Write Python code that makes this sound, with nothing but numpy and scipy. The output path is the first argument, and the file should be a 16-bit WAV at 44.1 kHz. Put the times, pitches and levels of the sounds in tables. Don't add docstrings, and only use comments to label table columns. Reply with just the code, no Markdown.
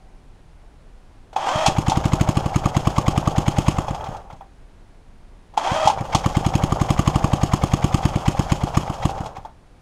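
import sys
import numpy as np
from scipy import signal
from scipy.fft import rfft, irfft, next_fast_len
from scipy.io import wavfile
from scipy.ndimage import uniform_filter1d, minimum_filter1d, map_coordinates

SR = 44100
rng = np.random.default_rng(int(sys.argv[2]) if len(sys.argv) > 2 else 0)


def to_wav(sig):
    pcm = np.clip(np.atleast_2d(sig), -1, 1) * 32767
    pcm = np.round(pcm).astype(np.int16)
    wavfile.write(sys.argv[1], SR, pcm.T)


N = 432621
TIME = np.arange(N) / SR
AGE = np.arange(-SR // 10, SR // 5) / SR

# time_s, firing_rate_hz
SPEED = [
    [(1.563, 7.855), (2.141, 13.114), (2.327, 12.435), (2.505, 10.024), (2.712, 9.974), (2.718, 8.823),
     (3.008, 9.635), (3.152, 10.782), (3.26, 9.666), (3.786, 10.035), (3.874, 6.823), (4.415, 2.303)],
    [(5.723, 8.587), (5.913, 5.756), (6.166, 8.25), (6.621, 12.155), (6.798, 10.684), (7.123, 12.364),
     (7.516, 9.154), (7.54, 10.339), (7.687, 9.743), (8.041, 9.44), (8.306, 8.225), (8.439, 8.486),
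     (8.903, 7.271), (9.005, 6.579), (9.465, 5.489)],
]
# time_s, thump_db, bark_db
EFFORT = [
    [(1.56, -13, -37), (1.69, -6, -25), (1.89, -3.5, -25.5), (2.2, -3, -22), (2.66, -4, -18),
     (3.18, -3.5, -16.5), (3.42, -3.4, -22.5), (3.72, -2, -16.5), (3.91, -12.5, -31), (4.09, -17.5, -48),
     (4.33, -28.5, -56)],
    [(5.72, -10.5, -39), (5.95, -16.5, -46), (6.17, -4, -15), (6.39, -3, -22.5), (6.64, -3, -22),
     (6.72, -4, -17.5), (7.1, -2.5, -21), (7.44, -3, -19), (8.28, -2, -22), (9.06, -4, -19.5),
     (9.21, -14.5, -29), (9.39, -29, -51)],
]
# time_s, loss_db
MISFIRES = [(2.46, 4), (8.16, 3), (8.64, 3), (8.9, 7.5)]
HEALTHY_THUMP_DB = -3
LIMP_BELOW_HZ, LIMP_RANGE_HZ, LIMP_SHIFT_S = 10.8, 2.5, .0035

def firings():
    runs = []
    for speed, effort in zip(SPEED, EFFORT):
        knots_s, knots_hz = np.transpose(speed)
        t = TIME[(TIME >= knots_s[0]) & (TIME <= knots_s[-1])]
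        cycles = np.cumsum(np.interp(t, knots_s, knots_hz)) / SR
        stroke = np.arange(int(cycles[-1]) + 1)
        time_s = np.interp(stroke, cycles, t)
        rate = np.interp(time_s, knots_s, knots_hz)
        limp = np.where(stroke % 2, 1, -1) * np.clip((LIMP_BELOW_HZ - rate) / LIMP_RANGE_HZ, 0, 1)
        effort_s, thump_db, bark_db = np.transpose(effort)
        loss_db = sum(db * (np.abs(time_s - when) * rate < .5) for when, db in MISFIRES)
        scatter = rng.standard_normal((len(time_s), 3)).T
        thump_db = np.interp(time_s, effort_s, thump_db) - loss_db + .5 * scatter[0]
        bark_db = np.interp(time_s, effort_s, bark_db) - loss_db + 1.5 * scatter[1]
        vigour_db = thump_db - HEALTHY_THUMP_DB
        hiss_db = -26.5 + 1.43 * vigour_db + .7 * limp + .87 * scatter[2]
        burn_db = -26.5 + .55 * vigour_db + 2 * limp + .32 * np.gradient(rate, time_s)
        time_s += LIMP_SHIFT_S * limp
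        runs.append(np.column_stack([time_s, 1 / rate, thump_db, bark_db, hiss_db, burn_db]))
    return np.vstack(runs)


# frequency_hz, level_db
BARK = [(100, -31), (300, -18.5), (450, -10.5), (720, -3.5), (950, -5.5), (1160, 1.5), (1350, -13.5),
        (1650, -30), (3000, -47)]
# frequency_hz, level_db
JET = [(900, -15.5), (1700, -3), (2300, -2.5), (2600, -2), (3100, 0), (3750, -8.5), (5200, -6.5),
       (6000, -15), (6500, -1), (7300, -7.5), (8200, -11.5), (11000, -19), (13000, -26), (16000, -35)]

def exhaust(strokes):
    time_s, _, thump_db, bark_db, hiss_db, _ = strokes.T
    thump = place(time_s, amp(thump_db - 1.33)[:, None] * silencer_pulses(thump_db))
    opening = np.clip((AGE + .0059) / .0019, 0, 1)
    bark_level = place(time_s, amp(bark_db + .5)[:, None] * opening * bell(-.0019, .0029))
    bark = colour(bark_level * rng.standard_normal(N), BARK)
    jet = (.44 * bell(-.002, .00045) + .77 * bell(-.0009, .0022)
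           + .38 * bell(.0061, .0018) + .08 * bell(.0024, .019))
    hiss_level = place(time_s, amp(hiss_db)[:, None] * jet)
    hiss = shroud(colour(hiss_level * rng.standard_normal(N), JET))
    outlet_ring = resonance(hiss, hz=2990, width_hz=195, db=-7)
    return thump + bark + hiss + outlet_ring


# frequency_hz, gain_db
SILENCER = [(12, -33), (35, -12.5), (52, -2.5), (100, 2), (118, 0), (131, 4), (150, 1), (195, -2.5),
            (228, -7), (335, -8), (380, -16), (430, -77), (700, -110)]

def silencer_pulses(thump_db, lag_from_hz=278, steepness=5.94):
    hz = np.fft.rfftfreq(len(AGE), 1 / SR)
    corner_hz, db = np.transpose(SILENCER)
    gain = amp(np.interp(np.log(hz + 1), np.log(corner_hz), db))
    lag = (np.minimum(hz, corner_hz[-1]) / lag_from_hz) ** steepness
    phase = .14 - lag + 2 * np.pi * hz * AGE[0]
    smear_s = .00007 * np.clip(-thump_db - 8, 0, 12)[:, None]
    pulses = irfft(gain * np.exp(1j * phase - .5 * (2 * np.pi * hz * smear_s) ** 2), len(AGE))
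    return pulses / np.abs(pulses).max(axis=1, keepdims=True)


# frequency_hz, level_db
BURN = [(300, -25.5), (800, 17), (1400, 1.5), (1900, -4), (2250, 2), (2600, -9.5), (3200, -2.5),
        (4000, -10.5), (6500, -12.5), (9000, -28), (15000, -56)]
CHIRP_HZ, CHIRP_RISE_HZ_PER_S, CYCLE_CAP_S = 2046, 70000, .14

def combustion(strokes):
    time_s, cycle_s, _, _, _, burn_db = strokes.T
    cycle_s = np.minimum(cycle_s, CYCLE_CAP_S)[:, None]
    ignition_s = -.165 * cycle_s
    flame = amp(burn_db)[:, None] * bell(ignition_s, .054 * cycle_s)
    hz = CHIRP_HZ + CHIRP_RISE_HZ_PER_S * (AGE - ignition_s)
    phase = np.cumsum(2 * np.pi * hz / SR + .162 * rng.standard_normal(hz.shape), axis=1)
    chirp = amp(-9) * place(time_s, flame * np.sin(phase))
    return chirp + shroud(colour(place(time_s, flame) * grit(spread_db=-.5), BURN))


# frequency_hz, level_db
RUSH = [(800, -2), (1700, -7.5), (2400, -2.5), (2750, 0.5), (3250, 0), (3900, -6.5), (5200, -4.5),
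        (6000, -7), (6500, -4), (7500, -9.5), (9000, -15), (11000, -17), (15000, -34.5)]

def intake(strokes):
    time_s, cycle_s, thump_db, *_ = strokes.T
    cycle_s = np.minimum(cycle_s, CYCLE_CAP_S)[:, None]
    gasp_db = -39.5 + thump_db - HEALTHY_THUMP_DB
    gasp = place(time_s, amp(gasp_db)[:, None] * bell(.3 * cycle_s, .12 * cycle_s))
    return shroud(colour(gasp * grit(spread_db=3.5), RUSH))


# start_s, stall_s
RUNS = [(1.66, 4.13), (5.878, 9.24)]
# frequency_hz, level_db
CLATTER = [(30, -1), (70, -2), (150, -4.5), (260, -16.5), (400, -12.5), (550, -5), (700, -5), (790, 1),
           (880, -4), (980, -8.5), (1250, -12), (1600, -22.5), (2200, -33), (5000, -58)]
IDLE_HZ, COAST_DB_PER_S = 10, 96

def moving_parts():
    chatter, friction = np.zeros(N), np.zeros(N)
    for (start_s, stall_s), speed, effort in zip(RUNS, SPEED, EFFORT):
        turning = (TIME > start_s) * amp(-COAST_DB_PER_S * np.maximum(TIME - stall_s, 0))
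        octaves = np.log2(np.interp(TIME, *np.transpose(speed)) / IDLE_HZ)
        vigour_db = np.interp(TIME, *np.transpose(effort)[:2]) - HEALTHY_THUMP_DB
        chatter += turning * amp(-29.5 + 3 * octaves)
        friction += turning * amp(-48 + .44 * vigour_db)
    chatter *= amp(1.2 * wobble(70)) * grit(spread_db=4)
    friction *= amp(2.2 * wobble(60)) * grit(spread_db=2.5)
    return colour(chatter, CLATTER) + shroud(colour(friction, RUSH))


# catch_s, release_s, full_speed_db
PULLS = [(1.359, 1.669, -20), (5.57, 5.862, -20)]
# frequency_hz, level_db
ROPE = [(120, -16.5), (200, -19), (357, -11.5), (405, -20.5), (624, -1), (683, -1.5), (761, 4.5),
        (1720, -16.5), (2950, -19), (3230, -14.5), (3800, -25), (6650, -26.5), (12500, -49.5), (14200, -78),
        (15000, -95)]
ROPE_SLOW_HZ, ROPE_FAST_HZ, ROPE_SPEEDUP_S, ROPE_SAG_HZ_PER_S = 152.3, 632.7, .19, 1700
ROPE_SWELL_DB, ROPE_SWELL_S, ROPE_FADE_DB_PER_S = 10.5, .13, 257

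def rope():
    rasp = np.zeros(N)
    for catch_s, release_s, full_speed_db in PULLS:
        pulled_s, slack_s = np.maximum(TIME - catch_s, 0), np.maximum(TIME - release_s, 0)
        ripple_hz = np.interp(pulled_s, [0, ROPE_SPEEDUP_S], [ROPE_SLOW_HZ, ROPE_FAST_HZ])
        ripple_hz = np.maximum(ripple_hz - ROPE_SAG_HZ_PER_S * slack_s, ROPE_SLOW_HZ)
        db = full_speed_db - ROPE_SWELL_DB * np.maximum(1 - pulled_s / ROPE_SWELL_S, 0)
        db = np.maximum(db - ROPE_FADE_DB_PER_S * slack_s, -200)
        ripples_passed = np.cumsum(ripple_hz * (1 + .035 * wobble(120))) / SR
        ticks = np.diff(np.floor(ripples_passed), prepend=0) * np.sqrt(SR / ripple_hz)
        rub = .66 * ticks * amp(1.7 * wobble(250)) + .73 * grit(spread_db=3)
        rasp += (TIME > catch_s) * amp(db + 1.04 * wobble(90)) * rub
    return shroud(colour(rasp, ROPE))


# start_s, knock_db, rattle_db
KNOCKS = [(1.329, -34, -48), (1.363, -7.5, -34), (1.661, -5, -15), (1.671, -10.5, -23.5),
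          (1.896, -18, -20.5), (1.919, -6, -36), (3.882, -17, -38), (3.945, -22, -37.5),
          (4.008, -21, -50.5), (4.04, -23, -40), (4.066, -33, -56), (4.147, -25, -59), (4.165, -45, -45),
          (4.301, -30.5, -64), (4.325, -51, -52), (4.408, -34, -68), (5.538, -37.5, -55),
          (5.575, -7, -26.5), (5.855, -43, -26), (5.873, -2, -18), (5.899, -9, -29), (6.147, -10, -17),
          (8.675, -40, -48), (8.94, -26, -39), (9.093, -21, -47), (9.259, -24, -36), (9.367, -23.5, -46.5),
          (9.449, -29, -50)]
# frequency_hz, level_db
RATTLE = [(500, -13.5), (1500, -15), (2600, 1), (3400, 1.5), (4500, -3.5), (6600, -3.5), (8500, -12.5),
          (11000, -20), (15000, -50)]
# frequency_hz, level_db
SHAKE = [(100, -24), (450, -12), (780, 0), (1050, -6), (1600, -18), (5000, -47)]
RATTLE_T60_S, SHAKE_T60_S = .082, .15

def knocks():
    start_s, knock_db, rattle_db = np.transpose(KNOCKS)
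    clack = place(start_s, amp(knock_db)[:, None] * cowl_ring(len(start_s)))
    rise = np.clip(AGE / .0024, 0, 1)
    rattle = place(start_s, amp(rattle_db)[:, None] * rise * decay(RATTLE_T60_S))
    shake = place(start_s, amp(-21.5 + .5 * knock_db)[:, None] * rise * decay(SHAKE_T60_S))
    steel = shroud(colour(rattle * grit(spread_db=-.5), RATTLE))
    return clack + steel + colour(shake * grit(spread_db=1.5), SHAKE)


# pitch_hz, level_db, t60_s
COWL_MODES = [(786, -8, 0.13), (852, 6.5, 0.03), (1004, -10, 0.047), (1217, -17.5, 0.028),
              (2517, -14, 0.019), (3330, -16.5, 0.034), (5220, -37, 0.016), (6310, -20.5, 0.019)]

def cowl_ring(blows, attack_s=.0018, scatter_db=2.05, detune=.01):
    t = np.maximum(AGE, 0)
    ring = np.zeros((blows, len(AGE)))
    for pitch_hz, level_db, t60_s in COWL_MODES:
        size, shift = rng.standard_normal((blows, 2)).T[..., None]
        tone = np.sin(2 * np.pi * pitch_hz * (1 + detune * shift) * t)
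        ring += amp(level_db + scatter_db * size) * decay(t60_s) * tone
    return ring * (1 - np.exp(-t / attack_s))


# pitch_hz, width_hz, gain_db
SHROUD_MODES = [(2550, 76, -13), (3260, 52, -2.5), (5280, 140, -7), (6460, 160, -7.5), (7220, 96, -5),
                (8240, 80, -6), (13200, 550, 2)]

def shroud(x):
    return x + sum(resonance(x, *mode) for mode in SHROUD_MODES)


# delay_s, gain
ECHOES = [(.012, -0.094), (0.0157, 0.021), (.0355, .09), (.06, 0.056)]

def garden(x, t60_s=.27):
    t = np.arange(SR // 2) / SR
    tail = unit(rng.standard_normal(len(t)) * amp(-60 * t / t60_s) * (t > .015)) / np.sqrt(len(t))
    echoes = sum(gain * np.interp(TIME - delay_s, TIME, x, 0) for delay_s, gain in ECHOES)
    return x + echoes + amp(-19) * signal.oaconvolve(x, tail)[:N]


# frequency_hz, level_db
AIR = [(12, -21.5), (20, -4.5), (37, -7), (54, -14.5), (92, -19), (144, -23), (372, -30.5), (581, -33.5),
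       (746, -33), (857, -34), (1270, -40.5), (1410, -40.5), (8640, -57), (9660, -59), (15500, -76)]

def background():
    air = amp(-45 + .43 * wobble(5.15)) * unit(colour(rng.standard_normal(N), AIR))
    ring = amp(-57.5 - 60 * TIME / 1.3) * np.sin(2 * np.pi * 755 * TIME + .5 * wobble(25))
    whine = amp(-80) * np.sin(2 * np.pi * 9652 * TIME)
    return air + ring + whine


def amp(db):
    return 10 ** (np.asarray(db) / 20)


def unit(x):
    return x / np.sqrt(np.mean(x ** 2) + 1e-20)


def wobble(rate_hz):
    return map_coordinates(rng.standard_normal(int(N * rate_hz / SR) + 4), [TIME * rate_hz])


def grit(spread_db):
    return unit(rng.standard_normal(N) * amp(spread_db * wobble(900)))


def bell(centre_s, width_s):
    return np.exp(-.5 * ((AGE - centre_s) / width_s) ** 2)


def decay(t60_s):
    return amp(-60 * np.abs(AGE) / t60_s)


def place(times_s, shapes):
    at = np.round(times_s * SR).astype(int)[:, None] + np.round(AGE * SR).astype(int)
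    return np.bincount(np.clip(at, 0, N).ravel(), shapes.ravel(), N + 1)[:N]


def resonance(x, hz, width_hz, db):
    return amp(db) * signal.lfilter(*signal.iirpeak(hz, hz / width_hz, SR), x)


def colour(x, spectrum):
    hz, db = np.transpose(spectrum)
    gain = unit(amp(np.interp(np.log(np.fft.rfftfreq(8192, 1 / SR) + 1), np.log(hz), db)))
    cepstrum = irfft(np.log(gain))
    cepstrum[1:len(gain) - 1] *= 2
    cepstrum[len(gain):] = 0
    return signal.oaconvolve(x, irfft(np.exp(rfft(cepstrum))))[:N]


def scene():
    strokes = firings()
    engine = exhaust(strokes) + combustion(strokes) + intake(strokes) + moving_parts()
    return (garden(engine + rope() + knocks()) + background())[None]


LIMITER_SAMPLES, TOP_HZ = 200, 15700

def record(dry):
    needed_gain = 1 / np.maximum(np.abs(dry), 1)
    gain = uniform_filter1d(minimum_filter1d(needed_gain, LIMITER_SAMPLES), LIMITER_SAMPLES)
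    size = next_fast_len(N + SR // 2)
    passband = np.fft.rfftfreq(size, 1 / SR) < TOP_HZ
    return irfft(rfft(dry * gain, size) * passband, size)[..., :N]


dry = scene()
out = record(dry)
to_wav(out)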